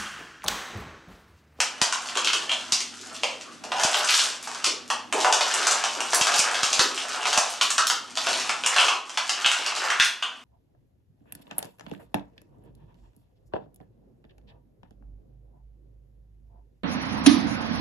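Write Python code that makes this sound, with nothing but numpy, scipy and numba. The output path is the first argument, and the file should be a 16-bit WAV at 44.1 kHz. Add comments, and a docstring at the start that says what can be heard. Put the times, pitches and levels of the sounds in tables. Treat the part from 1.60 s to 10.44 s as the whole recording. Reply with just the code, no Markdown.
"""A hard plastic snap comes at once: feet in socks grind a plastic toy car on a bare concrete floor.
Bursts of noise ring as shell, panels and edges; splinters tick, small pieces crackle and slips make the shell creak.
A hard-walled room rings on after every snap and a machine hums far off, as wavering sines over soft noise.
Two close microphone ports pick it up, and the camera's gain control ducks when it is loud."""
import sys
import numpy as np
from scipy import signal
from scipy.fft import rfft, irfft, next_fast_len
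from scipy.io import wavfile
from scipy.ndimage import uniform_filter1d, map_coordinates
from numba import njit

SR = 44100
rng = np.random.default_rng(int(sys.argv[2]) if len(sys.argv) > 2 else 0)


def put_to_file(sound):
    """Save the sound as 16-bit audio at rate SR, in the file named by the first command-line argument."""
    columns = np.atleast_2d(sound).T  # one column per channel
    safe = np.clip(columns, -1, 1)
    whole_steps = np.round(safe * 32767)
    wavfile.write(sys.argv[1], SR, whole_steps.astype(np.int16))


def attenuation_scalar(level_db):
    """Turn a level in dB into a linear amplitude multiplier (20 dB per decade)."""
    decades = np.asarray(level_db, float) / 20
    return 10 ** decades


N = 389844  # samples
SECONDS = np.arange(N) / SR


def unit(x):
    """Scaled to rms 1 along the last axis."""
    return x / np.sqrt(np.mean(x ** 2, -1, keepdims=True) + 1e-20)


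def over_time(points):
    """(t/s, value) points read at every sample."""
    return np.interp(SECONDS, *np.transpose(points))


def along(points, hz):
    """(f/Hz, value) points read on a log axis."""
    f, v = np.transpose(points)
    return np.interp(np.log(hz + 1), np.log(f + 1), v)


def filtered(x, response):
    """x times a complex response of frequency."""
    n = x.shape[-1]
    m = 2 * next_fast_len(n // 2 + min(n, 2048))
    return irfft(rfft(x, m) * response(np.fft.rfftfreq(m, 1 / SR)), m)[..., :n]


def causal(spectrum):
    """Minimum-phase response with the given colour, so that nothing precedes a blow."""
    def response(hz):
        cepstrum = irfft(np.log(attenuation_scalar(along(spectrum, hz)) + 1e-6))
        cepstrum[1:len(hz) - 1] *= 2
        cepstrum[len(hz):] = 0
        return np.exp(rfft(cepstrum))
    return response


def resonance(centre_hz, width_hz):
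    """A broad, steep-sided hump: one damped mode applied twice."""
    def response(f):
        damping = 1j * f * width_hz
        return (damping / (centre_hz ** 2 - f * f + damping)) ** 2
    return response


def placed(times, sounds):
    """Sum of short sounds, one row each, started at the given times."""
    at = np.round(np.asarray(times) * SR).astype(int)[:, None] + np.arange(sounds.shape[1])
    return np.bincount(at.ravel(), sounds.ravel(), N + SR)[:N]


def volleys(count, size, t60, flat):
    """Cracks that run as dying ticks; flat evens out their spectra towards a white click."""
    t = np.arange(size) / SR
    fall = attenuation_scalar(-60 * t / t60)
    z = rfft(rng.standard_normal((count, size)) ** 3 * fall)
    evened = irfft(z / np.abs(z) ** flat, size)
    head = 1 + attenuation_scalar(7) * np.exp(-t / 0.003)  # a sharp opening burst that sinks in 3 ms
    rise = 1 - np.exp(-(t + 1 / SR) / 0.0015)  # the crack takes a moment to run
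    return evened * np.sqrt(fall) * head * rise


# colour of breaking plastic: f/Hz, relative level/dB per Hz
PLASTIC_COLOUR = [(150, -8.5), (370, -20.5), (520, -14.5), (708, -4), (877, -3.5), (1480, 3.5), (2020, 2),
                  (2860, 3), (3980, -3.5), (6600, -6), (8660, -7.5), (13000, -18), (15500, -103)]


def plastic(cracks):
    """Gives raw cracks the spectrum of breaking plastic."""
    return filtered(cracks, causal(PLASTIC_COLOUR))


# far machine's tones: f/Hz, mean-square level/dB before the waver
HUM_TONES = [(96.9, -99), (242.2, -88.5)]
# colour of the soft room noise: f/Hz, relative level/dB per Hz
AIR_COLOUR = [(30, -66), (160, -29), (260, -19), (821, -20), (1260, 4.5), (6740, -7.5), (12000, -17),
              (15600, -67)]


def background():
    """Slightly wavering hum tones of the far machine over soft room noise (centre, sides)."""
    drift = np.cumsum(rng.standard_normal((len(HUM_TONES), N)), 1) * 0.0055  # radians
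    hum = 0
    for (hz, db), phase in zip(HUM_TONES, drift):
        hum = hum + np.sqrt(2) * attenuation_scalar(db) * np.sin(2 * np.pi * hz * SECONDS + phase)
    waver_rate, waver_db = 2.7, 2  # random levels a second, their spread
    knots = rng.standard_normal(int(N / SR * waver_rate) + 4)
    hum = hum * attenuation_scalar(waver_db * map_coordinates(knots, [SECONDS * waver_rate]))
    air = unit(filtered(rng.standard_normal((2, N)), lambda hz: attenuation_scalar(along(AIR_COLOUR, hz))))
    return hum + attenuation_scalar(-51) * air[0], attenuation_scalar(-58) * air[1]


# decay of the hard-walled room: f/Hz, t60/s
ROOM_DECAY = [(200, 0.81), (530, 0.49), (1400, 0.37), (3700, 0.38), (10000, 0.26)]


def room(x):
    """Two diffuse tails (centre, sides); the pieces shift, so every tenth of a second meets new echoes."""
    hop = 4096
    blocks = np.pad(x, (0, -N % hop)).reshape(-1, hop)
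    noise = rng.standard_normal((2, len(blocks), SR // 2))
    hz, t, z = signal.stft(noise, SR, nperseg=256)
    decay = attenuation_scalar(-60 * t / along(ROOM_DECAY, hz)[:, None])
    tails = signal.istft(z * decay, SR, nperseg=256)[1]
    # echoes build up over 7.1 ms as the near walls answer
    tails *= np.clip(np.arange(tails.shape[-1]) / SR / 0.0071, 0, 1)
    tails /= np.linalg.norm(tails, axis=-1, keepdims=True)
    wet = signal.fftconvolve(blocks[None], tails, axes=2)
    return [placed(np.arange(len(blocks)) * hop / SR, w) for w in wet]


# low thumps at some of the hardest breaks: t/s, relative level/dB
THUD_EVENTS = [(0.214, -31.5), (1.122, -42), (2.244, -33), (4.608, -34.5), (4.789, -38), (5.027, -38),
               (5.189, -33), (5.775, -33.5), (7.853, -40)]


def thuds():
    """A short low thump, with no ring, about 6 ms after each listed time."""
    s, db = np.transpose(THUD_EVENTS)
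    u = np.arange(1024) / SR / 0.00031
    return placed(s + 0.00586, attenuation_scalar(db)[:, None] * u * (2 - u) * np.exp(-u))


# thick, middling and thin pieces: centre f/Hz, width of each pass/Hz, gain/dB, share of the thin-over-thick dB
PIECE_KINDS = [(1100, 1120, 2, 0), (2850, 590, -4.5, -0.5), (5600, 5300, 6, 1)]
# how far thin pieces outweigh thick ones, before each kind's share: t/s, level/dB
THIN_OVER_THICK = [(0, -6.5), (1.4, 6), (2.2, -5), (2.62, 3), (2.95, -2), (6.7, -0.5), (8.2, -7)]
# weight that grinds the wreck between the snaps: t/s, relative crackle level/dB
GRIND_WEIGHT = [(0, -42), (.2, -48), (.42, -39.5), (.85, -44.5), (1.3, -58), (1.43, -49), (2.06, -60),
                (2.2, -31.5), (2.47, -30), (2.58, -22.5), (2.78, -51.5), (2.95, -38), (3.5, -76.5),
                (3.579, -35.5), (4.0, -28), (4.4, -40), (4.78, -26), (5.0, -35.5), (5.33, -36), (5.58, -36),
                (5.66, -29.5), (6.4, -54.5), (6.7, -31.5), (7.0, -46.5), (7.22, -22), (7.4, -49),
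                (7.8, -34), (8.2, -28.5), (8.84, -57)]


def grind():
    """Thousands of small pieces give way at random, in fits; a few are much louder than the rest."""
    count, fit_rate, fit_db, scatter = 1100, 18, 1.5, .17  # per kind; fits a second; spread; pitch share
    total = 0
    for centre_hz, width_hz, gain_db, thin_share in PIECE_KINDS:
        when, size = rng.random((count, 2)).T
        when = when * N / SR
        fits = fit_db * rng.standard_normal(int(N / SR * fit_rate) + 1)
        piece_db = fits[(when * fit_rate).astype(int)] - 3 * np.log(size + .06)
        grains = volleys(count, size=256, t60=.012, flat=.5) * attenuation_scalar(piece_db)[:, None]
        stray = np.clip(rng.standard_normal((count, 1)), -1, 2)
        pitch_hz = centre_hz * np.exp(scatter * stray)
        ring = filtered(plastic(grains), resonance(pitch_hz, width_hz))
        level = attenuation_scalar(gain_db + thin_share * over_time(THIN_OVER_THICK))
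        total = total + level * unit(placed(when, ring))
    return attenuation_scalar(over_time(GRIND_WEIGHT)) * total


# groans of the bending shell: t/s, length/s, relative level/dB, centre f/Hz
CREAK_EVENTS = [(1.845, 0.056, -52, 1290), (2.166, 0.053, -41.5, 860), (3.537, 0.12, -41, 870),
                (3.644, 0.066, -27, 910), (5.499, 0.07, -41, 1370), (6.179, 0.036, -22, 1380),
                (7.201, 0.13, -30.5, 1190), (8.298, 0.044, -31, 1350)]


def creaks():
    """Uneven slips ring the bent shell in a narrow band, fading in and out."""
    slip_rate, width_hz, scatter, edge_s = 240, 200, 0.13, 0.0045  # mean slips a second; pitch share; fade
    total = 0
    for s, length, db, hz in CREAK_EVENTS:
        when, size, stray = rng.random((40, 3)).T
        at = np.cumsum((.5 + when) / slip_rate)
        fade = np.clip(np.minimum(at, length - at) / edge_s, 0, 1)
        level = 2 * fade * attenuation_scalar(db - 10 * size)
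        pitch_hz = hz * (1 + scatter * (2 * stray[:, None] - 1))
        clicks = np.eye(1, 512).repeat(len(at), 0)
        slips = filtered(clicks, resonance(pitch_hz, width_hz))
        total = total + placed(s + at, level[:, None] * unit(slips))
    return total


# splinters: t/s, level/dB rms of each crack
SPLINTERS = [(2.356, -30), (2.370, -20), (2.390, -24), (2.505, -16), (2.827, -32.5), (3.278, -41),
             (4.546, -11), (4.76, -19), (4.783, -20), (5.222, -19), (5.903, -31), (6.029, -18),
             (6.107, -24.5), (6.269, -13.5), (7.196, -25), (7.22, -29), (7.886, -24), (8.25, -28.5),
             (8.447, -15)]


def ticks():
    """Splinters fly off with one short crack each, every one at a pitch of its own."""
    s, db = np.transpose(SPLINTERS)
    centre_hz = 5350 * np.exp(.17 * rng.standard_normal((len(s), 1)))
    cracks = volleys(count=len(s), size=512, t60=0.022, flat=0.23)
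    ring = filtered(cracks, resonance(centre_hz, width_hz=5400))
    return placed(s, attenuation_scalar(db)[:, None] * unit(ring))


# breaks: t/s, then hollow shell, panel and brittle edge level/dB before each part's gain
BREAKS = [(.002, -28, -28, -25), (.215, -25, -22.5, -22), (.324, -27, -30, -29), (.553, -35.5, -33, -41),
          (.571, -28.5, -27.5, -31.5), (0.645, -38, -29, -31.5), (.672, -29, -21.5, -27.5),
          (.731, -30, -24.5, -29), (.893, -42, -26.5, -40), (.915, -35.5, -25.5, -38.5),
          (1.121, -38, -57, -21.5), (1.204, -46, -37, -33.5), (1.633, -34, -25, -35),
          (1.809, -55, -48, -47.5), (2.037, -46, -49, -47.5), (2.118, -33, -35, -42),
          (2.234, -24, -26, -22), (2.343, -29, -22, -34), (2.491, -35, -23.5, -28.5),
          (2.542, -29, -28.5, -24.5), (2.873, -34.5, -45, -41.5), (3.042, -31, -30, -25.5),
          (3.062, -44, -39, -26.5), (3.301, -28.5, -30.5, -33.5), (3.525, -31, -32, -36.5),
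          (3.645, -17, -27, -28), (3.725, -21, -21.5, -19), (3.808, -26.5, -29, -24),
          (3.938, -30, -45, -25.5), (4.068, -22.5, -34, -21.5), (4.11, -33, -33, -24.5),
          (4.238, -28.5, -29.5, -29.5), (4.404, -33, -29.5, -34), (4.531, -23, -55, -27),
          (4.611, -32, -23, -24), (4.669, -24.5, -28, -26.5), (4.738, -33, -35, -28.5),
          (4.791, -34, -26, -19.5), (4.944, -46, -30, -30.5), (5.031, -25.5, -28.5, -24),
          (5.128, -36, -30, -24.5), (5.193, -17, -35, -16), (5.376, -35, -26, -35),
          (5.654, -27.5, -26.5, -35), (5.728, -28.5, -27.5, -28.5), (5.775, -20.5, -26, -19.5),
          (6.011, -22.5, -20.5, -23.5), (6.103, -30, -33, -26.5), (6.18, -20, -25, -23),
          (6.298, -23, -29, -25), (6.572, -34.5, -29.5, -30), (6.668, -27.5, -31, -33.5),
          (6.739, -56, -34, -46), (6.893, -28.5, -29.5, -35), (7.036, -38.5, -31.5, -42),
          (7.061, -28.5, -23.5, -25), (7.162, -25, -26, -28), (7.183, -20.5, -12, -28),
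          (7.282, -26.5, -18.5, -30), (7.494, -41, -40, -42), (7.573, -26, -23, -29.5),
          (7.693, -32, -29, -26), (7.845, -27, -21, -41), (7.86, -22.5, -14.5, -26.5),
          (7.914, -23, -23, -27.5), (8.062, -40, -39, -28), (8.301, -21.5, -31, -33.5),
          (8.398, -15, -13, -21.5), (8.422, -23, -19, -25.5), (8.624, -28, -22, -42)]
# ring of shell, panel and edge: width of each pass/Hz, gain/dB, t60/s of the raw ticks
PART_RINGS = [(856, 4, 0.05), (1410, 4, 0.021), (4670, 8, 0.065)]
# the shell's pitch as the wreck folds flatter: t/s, f/Hz
SHELL_PITCH = [(0, 1124), (2.2, 1060), (7.2, 954), (8.84, 1510)]


def snaps():
    """Each break cracks the three parts at its own strengths; the shell's pitch changes as it folds."""
    s, *parts_db = np.transpose(BREAKS)
    shell, panel, edge = np.exp(0.13 * rng.standard_normal((3, len(s), 1)))  # how each pitch strays
    shell_hz = np.interp(s, *np.transpose(SHELL_PITCH))[:, None] * shell
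    centres_hz = [shell_hz, 2960 * np.sqrt(panel), 5850 * edge]
    total = 0
    for centre_hz, (width_hz, gain_db, t60), db in zip(centres_hz, PART_RINGS, parts_db):
        cracks = plastic(volleys(count=len(s), size=1024, t60=t60, flat=.75))
        ring = filtered(cracks, resonance(centre_hz, width_hz))
        total = total + attenuation_scalar(db + gain_db)[:, None] * unit(ring)
    return placed(s, total)


# left port against right: f/Hz, left-right level/dB
PORT_TILT = [(60, 1.4), (250, -1.3), (8000, .8)]
# left port against right: f/Hz, lead of the left/radians
PORT_LEAD = [(60, 1.1), (520, .35), (3000, .05)]


def ports(mid):
    """The centre sound reaches two close microphone ports with small differences of level and phase."""
    half = np.array([[.5], [-.5]])
    return filtered(mid, lambda hz: attenuation_scalar(half * along(PORT_TILT, hz)) * np.exp(1j * half * along(PORT_LEAD, hz)))


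# gain of the diffuse side sound between the ports: f/Hz, level/dB
SIDE_GAIN = [(60, -10), (240, -20), (950, -6.5), (3770, -12), (15000, -4)]


def diffuse_sides(x):
    """Diffuse sound differs little between close ports, so its sides are turned down by frequency."""
    return filtered(x, lambda hz: attenuation_scalar(along(SIDE_GAIN, hz)))


def scene():
    """Direct and diffuse sound at two close microphone ports."""
    car = snaps() + ticks() + grind() + creaks()
    centre, sides = room(car)
    wall = attenuation_scalar(-8) * np.pad(car, (round(.008 * SR), 0))[:N]  # the wall right behind answers first
    toy = np.array([car + wall + attenuation_scalar(2.5) * centre, sides])
    toy = filtered(toy, lambda hz: 1 / (1 + (410 / (hz + 1)) ** 6))  # small things radiate little bass
    still, still_sides = background()
    pair = ports(toy[0] + thuds() + still)
    sides = diffuse_sides(toy[1]) + still_sides
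    return pair + [sides, -sides]


# bass lift, falling as the lens closes in: t/s, level/dB
ZOOM_BASS = [(6.6, 37.5), (7.6, 31.5)]


def zoom(dry):
    """The zooming microphone loses bass, below about 340 Hz, as the lens closes in."""
    bass = filtered(dry, lambda hz: 1 / (1 + (hz / 340) ** 5))
    return dry + (attenuation_scalar(over_time(ZOOM_BASS)) - 1) * bass


@njit
def follow(level, fall):
    """Jumps up with the level, sinks back slowly."""
    out = level.copy()
    for i in range(1, len(out)):
        out[i] = max(out[i], out[i - 1] * fall)
    return out


def top_cut(x):
    """Nothing passes above the cut-off."""
    return signal.sosfilt(signal.butter(12, 16300, fs=SR, output="sos"), x)


def record(dry):
    """The zooming microphone; gain control that ducks at once and recovers slowly; soft clipping; dull top."""
    heard = zoom(dry)
    loudness = uniform_filter1d(np.abs(heard).max(0), size=256)
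    level = follow(loudness, attenuation_scalar(-14 / SR))  # sinks 14 dB a second
    gain = attenuation_scalar(6.0) * (1 + (level / attenuation_scalar(-29.0)) ** 2) ** -.25
    clipped = np.tanh(0.7 * heard * gain) / 1.25
    mix = filtered(clipped, lambda hz: np.where(hz > 11980, attenuation_scalar(-12), 1))  # the recorder keeps little treble
    return top_cut(mix)


dry = scene()
out = record(dry)
put_to_file(out)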